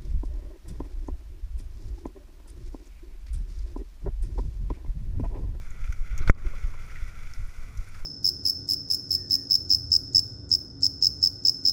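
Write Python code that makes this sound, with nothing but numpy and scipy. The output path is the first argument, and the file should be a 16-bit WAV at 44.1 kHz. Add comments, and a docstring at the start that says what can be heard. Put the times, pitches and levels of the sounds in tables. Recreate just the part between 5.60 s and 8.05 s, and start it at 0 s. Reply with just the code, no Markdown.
"""A dirt trail, heard from inside a small camera housing on the chest of a rolling mountain bike's rider.
Jolts are leaking pressure pulses over a low rumble of shaped noise; one hard knock is a blunt pulse with
dying modes, and it makes a limiter duck everything for a moment. Tyre grit is dense random grains ringing
the housing's resonances under a smoother hiss, dirt crunches are swells of band noise, cables and chain
tick as short noise bursts, and faint thin tones whine behind."""
import sys
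import numpy as np
from scipy import signal
from scipy.fft import rfft, irfft
from scipy.io import wavfile

SR = 44100
rng = np.random.default_rng(int(sys.argv[2]) if len(sys.argv) > 2 else 0)


def waveform_to_disk(signal):
    """Save audio, clipped to [-1, 1], as 16-bit WAV at the path in sys.argv[1]."""
    frames = np.transpose(np.atleast_2d(signal))
    scaled = np.clip(frames, -1, 1) * 32767
    samples = np.round(scaled).astype(np.int16)
    wavfile.write(sys.argv[1], SR, samples)


def convert_level_to_amplitude(level_db):
    """Map a level in decibels to its linear amplitude factor."""
    exponent = np.asarray(level_db, float) / 20
    return 10 ** exponent


N = 108045


def time():
    """Sampling instants in seconds."""
    return np.arange(N) / SR


def rms_one(x):
    """Normalisation to unit mean power."""
    return x / np.sqrt(np.mean(x ** 2) + 1e-20)


def in_time(rows):
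    """Linear interpolation in time of every column after the first, which holds seconds."""
    s, *columns = np.transpose(rows)
    return [np.interp(time(), s, column) for column in columns]


def drift(rate_hz):
    """Slow random fluctuation of rms 1: white noise through two equal low-pass poles at rate_hz."""
    hop = 40   # samples between the slow values
    r = np.exp(-2 * np.pi * rate_hz * hop / SR)
    noise = rng.standard_normal(N // hop + 2002)
    slow = signal.lfilter([1], [1, -2 * r, r * r], noise)[2000:]   # without the filter's start
    return np.interp(np.arange(N) / hop, np.arange(len(slow)), rms_one(slow))


def coloured(spectrum):
    """Coloured noise of rms 1: white noise weighted in frequency by rows of (Hz, relative dB)."""
    hz, db = np.transpose(spectrum)
    log_hz = np.log(np.fft.rfftfreq(N, 1 / SR) + 1)
    weight = convert_level_to_amplitude(np.interp(log_hz, np.log(hz), db))
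    return rms_one(irfft(rfft(rng.standard_normal(N)) * weight, N))


def resonate(x, hz, width_hz):
    """Damped resonance: the pole radius sets the bandwidth, and the peak gain is about 1."""
    r = np.exp(-np.pi * width_hz / SR)
    zeros = np.array([1, 0, -1]) * (1 - r * r) / 2
    return signal.lfilter(zeros, [1, -2 * r * np.cos(2 * np.pi * hz / SR), r * r], x)


def housing(x, patchy_db=0):
    """Modal superposition: parallel case resonances of alternating sign, each swelling on its own."""
    # resonances of the case. Each row: frequency in Hz, bandwidth in Hz, gain in dB
    modes = [(516, 58, -9.5), (1100, 390, -20.5), (1305, 132, 4), (1452, 159, 5), (1984, 202, 2.5),
             (2264, 278, 3), (3484, 247, -9.5), (4010, 320, -17), (4950, 57, -11), (5680, 166, -13),
             (6580, 270, -17.5)]
    total = 0
    for k, (hz, width_hz, db) in enumerate(modes):
        gain = convert_level_to_amplitude(db + patchy_db * drift(12.6))
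        total = total + gain * (-1) ** k * resonate(x, hz, width_hz)
    return total


def jolts():
    """Pressure leakage: a first-order high-pass lets each Gaussian push leak away and rebound."""
    vent_hz = 6.2   # the housing leaks pressure below this
    # strongest jolts through the mount. Each row: centre in seconds, signed pressure before the leak,
    # half-width (standard deviation) in seconds
    pushes = [(0.068, 0.09, 0.011), (0.113, -0.052, 0.0036), (.226, 0.16, 0.0061), (0.25, -0.053, 0.0035),
              (0.297, 0.19, 0.0029), (0.311, -0.076, 0.016), (0.407, -0.22, 0.0079), (0.512, 0.12, 0.005),
              (0.535, 0.17, 0.004), (0.607, -0.086, 0.0017), (0.67, 0.21, 0.016), (0.679, 0.22, 0.0028),
              (0.686, .14, 0.0021), (0.867, -0.22, 0.0043), (0.919, 0.041, 0.0097), (1.044, -0.19, 0.0036),
              (1.056, 0.071, 0.0049), (1.077, -0.097, 0.0058), (1.43, .13, 0.004), (1.671, -0.082, 0.011),
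              (1.785, -0.11, 0.0074), (1.798, -0.084, 0.0027), (1.81, 0.021, 0.0024),
              (1.833, -0.096, 0.0057), (1.854, 0.043, 0.0091), (1.987, 0.049, 0.004),
              (2.013, -0.041, 0.011), (2.039, 0.013, 0.0035), (2.098, 0.042, 0.0055),
              (2.174, 0.055, 0.0023), (2.193, 0.11, 0.0033), (2.209, -0.042, 0.0032), (2.428, 0.086, 0.01)]
    pressure = sum(size * np.exp(-.5 * ((time() - s) / width) ** 2) for s, size, width in pushes)
    return signal.sosfilt(signal.butter(1, vent_hz, "high", fs=SR, output="sos"), pressure)


def knock():
    """Impulsive excitation: a big, blunt push on the case sets its lowest modes into decaying ringing."""
    start_s, rise_s, fall_s = .6979, 0.0038, 0.0066
    ring_lead_s = 0.00055   # the ringing starts this much before the push
    top_hz = 2804           # low-pass stop-band edge
    # ringing modes. Each row: frequency in Hz, starting level in dB, decay time over 60 dB in seconds
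    ringing = [(2138, -10, 0.013), (1840, -16.5, 0.011), (1438, -10.5, 0.01), (1100, -30.5, 0.019),
               (586, -17.5, 0.017)]
    t = np.maximum(time() - start_s, 0)
    push = -2.28 * (1 - np.exp(-t / rise_s)) * np.exp(-t / fall_s)
    t = np.maximum(time() - start_s + ring_lead_s, 0)
    ring = sum(convert_level_to_amplitude(db - 60 * t / t60) * np.sin(2 * np.pi * hz * t) for hz, db, t60 in ringing)
    blunt = signal.cheby2(6, 35, top_hz, fs=SR, output="sos")
    return signal.sosfilt(blunt, push + ring + 1e-18)


def rumble():
    """Band-split random vibration: low noise whose lower and upper parts fluctuate independently."""
    # noise spectrum. Each row: frequency in Hz, relative density in dB per Hz
    spectrum = [(8.8, -19.5), (15, 4), (29, -9), (64, -17), (102, -20.5), (200, -33.5), (336, -39.5),
                (513, -42.5), (900, -50), (1150, -41.5), (2200, -80)]
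    # shaking levels. Each row: time in seconds, mid level of the lower part in dB, of the upper part in dB
    shaking = [(0, -22, -66), (.05, -39, -60), (.3, -30.5, -64), (.5, -32, -60), (.62, -29.5, -52.5),
               (.7, -23.5, -52), (.86, -31.5, -53.5), (1., -37.5, -59.5), (1.1, -38.5, -60.5),
               (1.17, -36, -59.5), (1.3, -37, -60.5), (1.55, -31, -60.5), (1.8, -35.5, -64),
               (2.05, -36, -60), (2.3, -35.5, -61.5), (2.45, -35, -60)]
    low_db, high_db = in_time(shaking)
    noise = coloured(spectrum)
    low = signal.sosfiltfilt(signal.butter(2, 150, fs=SR, output="sos"), noise)
    lower = rms_one(low) * convert_level_to_amplitude(low_db + 2.8 * drift(5.2))
    upper = rms_one(noise - low) * convert_level_to_amplitude(high_db + 1.8 * drift(10.0))
    return lower + upper


def grit():
    """Random impact excitation: dense tyre grains ring the housing, and a smoother hiss shares their lumps."""
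    grains_per_s, spread_db = 8000, 3
    # tyre grit. Each row: time in seconds, mid level of the grains in dB, of the treble hiss in dB
    levels = [(0, -59, -62.5), (.15, -55.5, -64), (.25, -55.5, -62), (.4, -58.5, -63.5), (.5, -52.5, -63.5),
              (.6, -49.5, -64), (.67, -53, -60), (.697, -39, -49), (.72, -59, -70), (.78, -55, -63),
              (.82, -54.5, -63), (.85, -55.5, -63), (1.06, -52.5, -61.5), (1.115, -57, -64),
              (1.16, -52.5, -62.5), (1.27, -57.5, -62.5), (1.31, -52.5, -61), (1.38, -54.5, -62.5),
              (1.43, -52.5, -60.5), (1.6, -53.5, -61.5), (1.85, -57.5, -60.5), (2.1, -58.5, -62.5),
              (2.3, -57, -61.5), (2.36, -57, -60.5), (2.45, -61, -64)]
    # hiss spectrum. Each row: frequency in Hz, relative density in dB per Hz
    hiss_spectrum = [(1650, 2.5), (2800, -51), (3470, -3), (3830, -3), (5640, 3.5), (8360, -5),
                     (10100, -5.5), (15400, -11)]
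    grain_db, hiss_db = in_time(levels)
    lumps = drift(40)
    excess_db = spread_db * np.minimum(rng.exponential(1, N), 5)
    sizes = convert_level_to_amplitude(excess_db) * rng.choice([-1, 1], N)
    impacts = sizes * (rng.random(N) < grains_per_s / SR)
    grains = rms_one(housing(impacts + 1e-18, patchy_db=0.57))
    hiss = coloured(hiss_spectrum)
    return grains * convert_level_to_amplitude(grain_db + 1.43 * lumps) + hiss * convert_level_to_amplitude(hiss_db + 1.44 * lumps)


def crunches():
    """Band-limited noise: two equal resonances give each dull swell under the tyres a rough pitch."""
    q, rise_s = 3.5, 0.005   # q is centre over width of each resonance
    # crunches. Each row: start in seconds, rms level in dB before rise and decay, centre in Hz,
    # decay time over 60 dB in seconds
    swells = [(.605, -39.5, 353, 0.077), (.612, -55.5, 3880, 0.13), (.633, -40, 1200, .05),
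              (.672, -36, 780, 0.06), (.674, -24, 1410, 0.027), (.676, -33, 3430, 0.033),
              (.846, -39, 301, 0.095), (.931, -46, 540, .06), (.936, -43, 1150, 0.048),
              (1.082, -48.5, 540, 0.032), (1.137, -43, 1100, 0.044), (1.139, -45, 474, 0.051),
              (1.296, -45.5, 1920, 0.12), (1.353, -41, 1960, 0.11), (2.346, -42.5, 1440, 0.069),
              (2.381, -43, 1400, .055)]
    out, span = np.zeros(N + 6000), np.arange(6000) / SR
    for s, db, hz, t60 in swells:
        noise = rng.standard_normal(len(span))
        band = rms_one(resonate(resonate(noise, hz, hz / q), hz, hz / q))
        envelope = (1 - np.exp(-span / rise_s)) * convert_level_to_amplitude(db - 60 * span / t60)
        out[int(s * SR):][:len(span)] += band * envelope
    return out[:N]


def ticks():
    """Transient excitation: short dying noise bursts sound around a centre and partly ring the housing."""
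    q, rise_s = 4.2, 0.00077   # q is centre over width of each resonance
    tone_db, broad_db, body_db = -4, -8, 6   # gains of the narrow, broad and housing parts
    broad_width_hz = 10800
    # ticks of cables and chain. Each row: start in seconds, level in dB, centre in Hz,
    # decay time over 60 dB in seconds, share in the housing in dB before its common gain
    taps = [(.1042, -43.5, 6760, 0.026, -15), (.2404, -54, 6200, 0.048, 17.5), (.274, -53, 5500, 0.015, 19),
            (0.323, -38.5, 6000, 0.038, 5.5), (0.5776, -28, 6100, 0.018, -15),
            (.586, -36, 6000, 0.022, -13), (0.6754, -33, 4480, 0.032, 9), (0.6835, -64, 5030, 0.0085, 3),
            (.6912, -56, 6000, 0.0065, -1), (0.6993, -27, 6300, 0.015, 3), (.7475, -44, 5000, 0.016, 2),
            (0.863, -56, 4380, 0.039, 21), (1.038, -55.5, 5070, 0.018, 22), (1.068, -51, 6150, 0.13, -14),
            (1.263, -53, 9400, .02, -10), (1.736, -30, 5450, 0.0062, -17), (1.872, -54, 10500, 0.024, -10),
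            (2.172, -40, 6000, 0.039, -17), (2.2418, -53, 8500, 0.018, -3),
            (2.286, -49.5, 9500, 0.035, -10), (2.343, -50.5, 4950, 0.062, 9.5)]
    out, body, span = np.zeros(N), np.zeros(N), np.arange(3000) / SR
    for s, db, hz, t60, share_db in taps:
        envelope = (1 - np.exp(-span / rise_s)) * convert_level_to_amplitude(db - 60 * span / t60)
        burst = rng.standard_normal(len(span)) * envelope
        tone = resonate(resonate(burst, hz, hz / q), hz, hz / q)
        at = slice(int(s * SR), int(s * SR) + len(span))
        out[at] += tone / np.abs(tone).max() * convert_level_to_amplitude(db + tone_db)
        out[at] += convert_level_to_amplitude(broad_db) * resonate(burst, hz, broad_width_hz)
        body[at] += burst * convert_level_to_amplitude(share_db + body_db)
    return out + housing(body + 1e-18)


def whine():
    """Frequency modulation: the phase of each thin sine integrates a slightly wavering frequency."""
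    waver_hz = 3   # rms
    # faint tones. Each row: mean frequency in Hz, rms level in dB
    tones = [(6955, -82), (7014, -83), (10429, -86), (10490, -84), (11747, -91), (13965, -91)]
    total = 0
    for hz, db in tones:
        phase = 2 * np.pi * np.cumsum(hz + waver_hz * drift(4.5)) / SR
        total = total + convert_level_to_amplitude(db) * np.sqrt(2) * np.sin(phase)
    return total


def scene():
    """Linear superposition of all sources in one channel."""
    return (jolts() + knock() + rumble() + grit() + crunches() + ticks() + whine())[None]


def roll_off(x):
    """The treble ends steeply here."""
    return signal.sosfilt(signal.butter(12, 15600, fs=SR, output="sos"), x)


def record(dry):
    """Dynamic range limiting: lagging gain reduction after loud peaks, then soft saturation and a low-pass."""
    limit_db, duck_ratio = -10, 1.44   # threshold; dB of ducking per dB above it
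    attack_s, release_db_per_s = 0.0044, 97
    clip, cutoff_hz = 1.65, 15650      # saturation ceiling; low-pass stop-band edge
    level_db = 20 * np.log10(np.abs(dry[0]) + 1e-9)
    over_db = np.maximum(level_db - limit_db, 0) * duck_ratio
    # the highest reduction so far holds, falling steadily
    fall_db = release_db_per_s * time()
    held_db = np.maximum.accumulate(over_db + fall_db) - fall_db
    r = np.exp(-1 / (attack_s * SR))
    duck_db = signal.lfilter([(1 - r) ** 2], [1, -2 * r, r * r], held_db)
    clipped = clip * np.tanh(dry * convert_level_to_amplitude(-duck_db) / clip)
    mix = signal.sosfilt(signal.cheby2(20, 40, cutoff_hz, fs=SR, output="sos"), clipped)
    return roll_off(mix)


dry = scene()
out = record(dry)
waveform_to_disk(out)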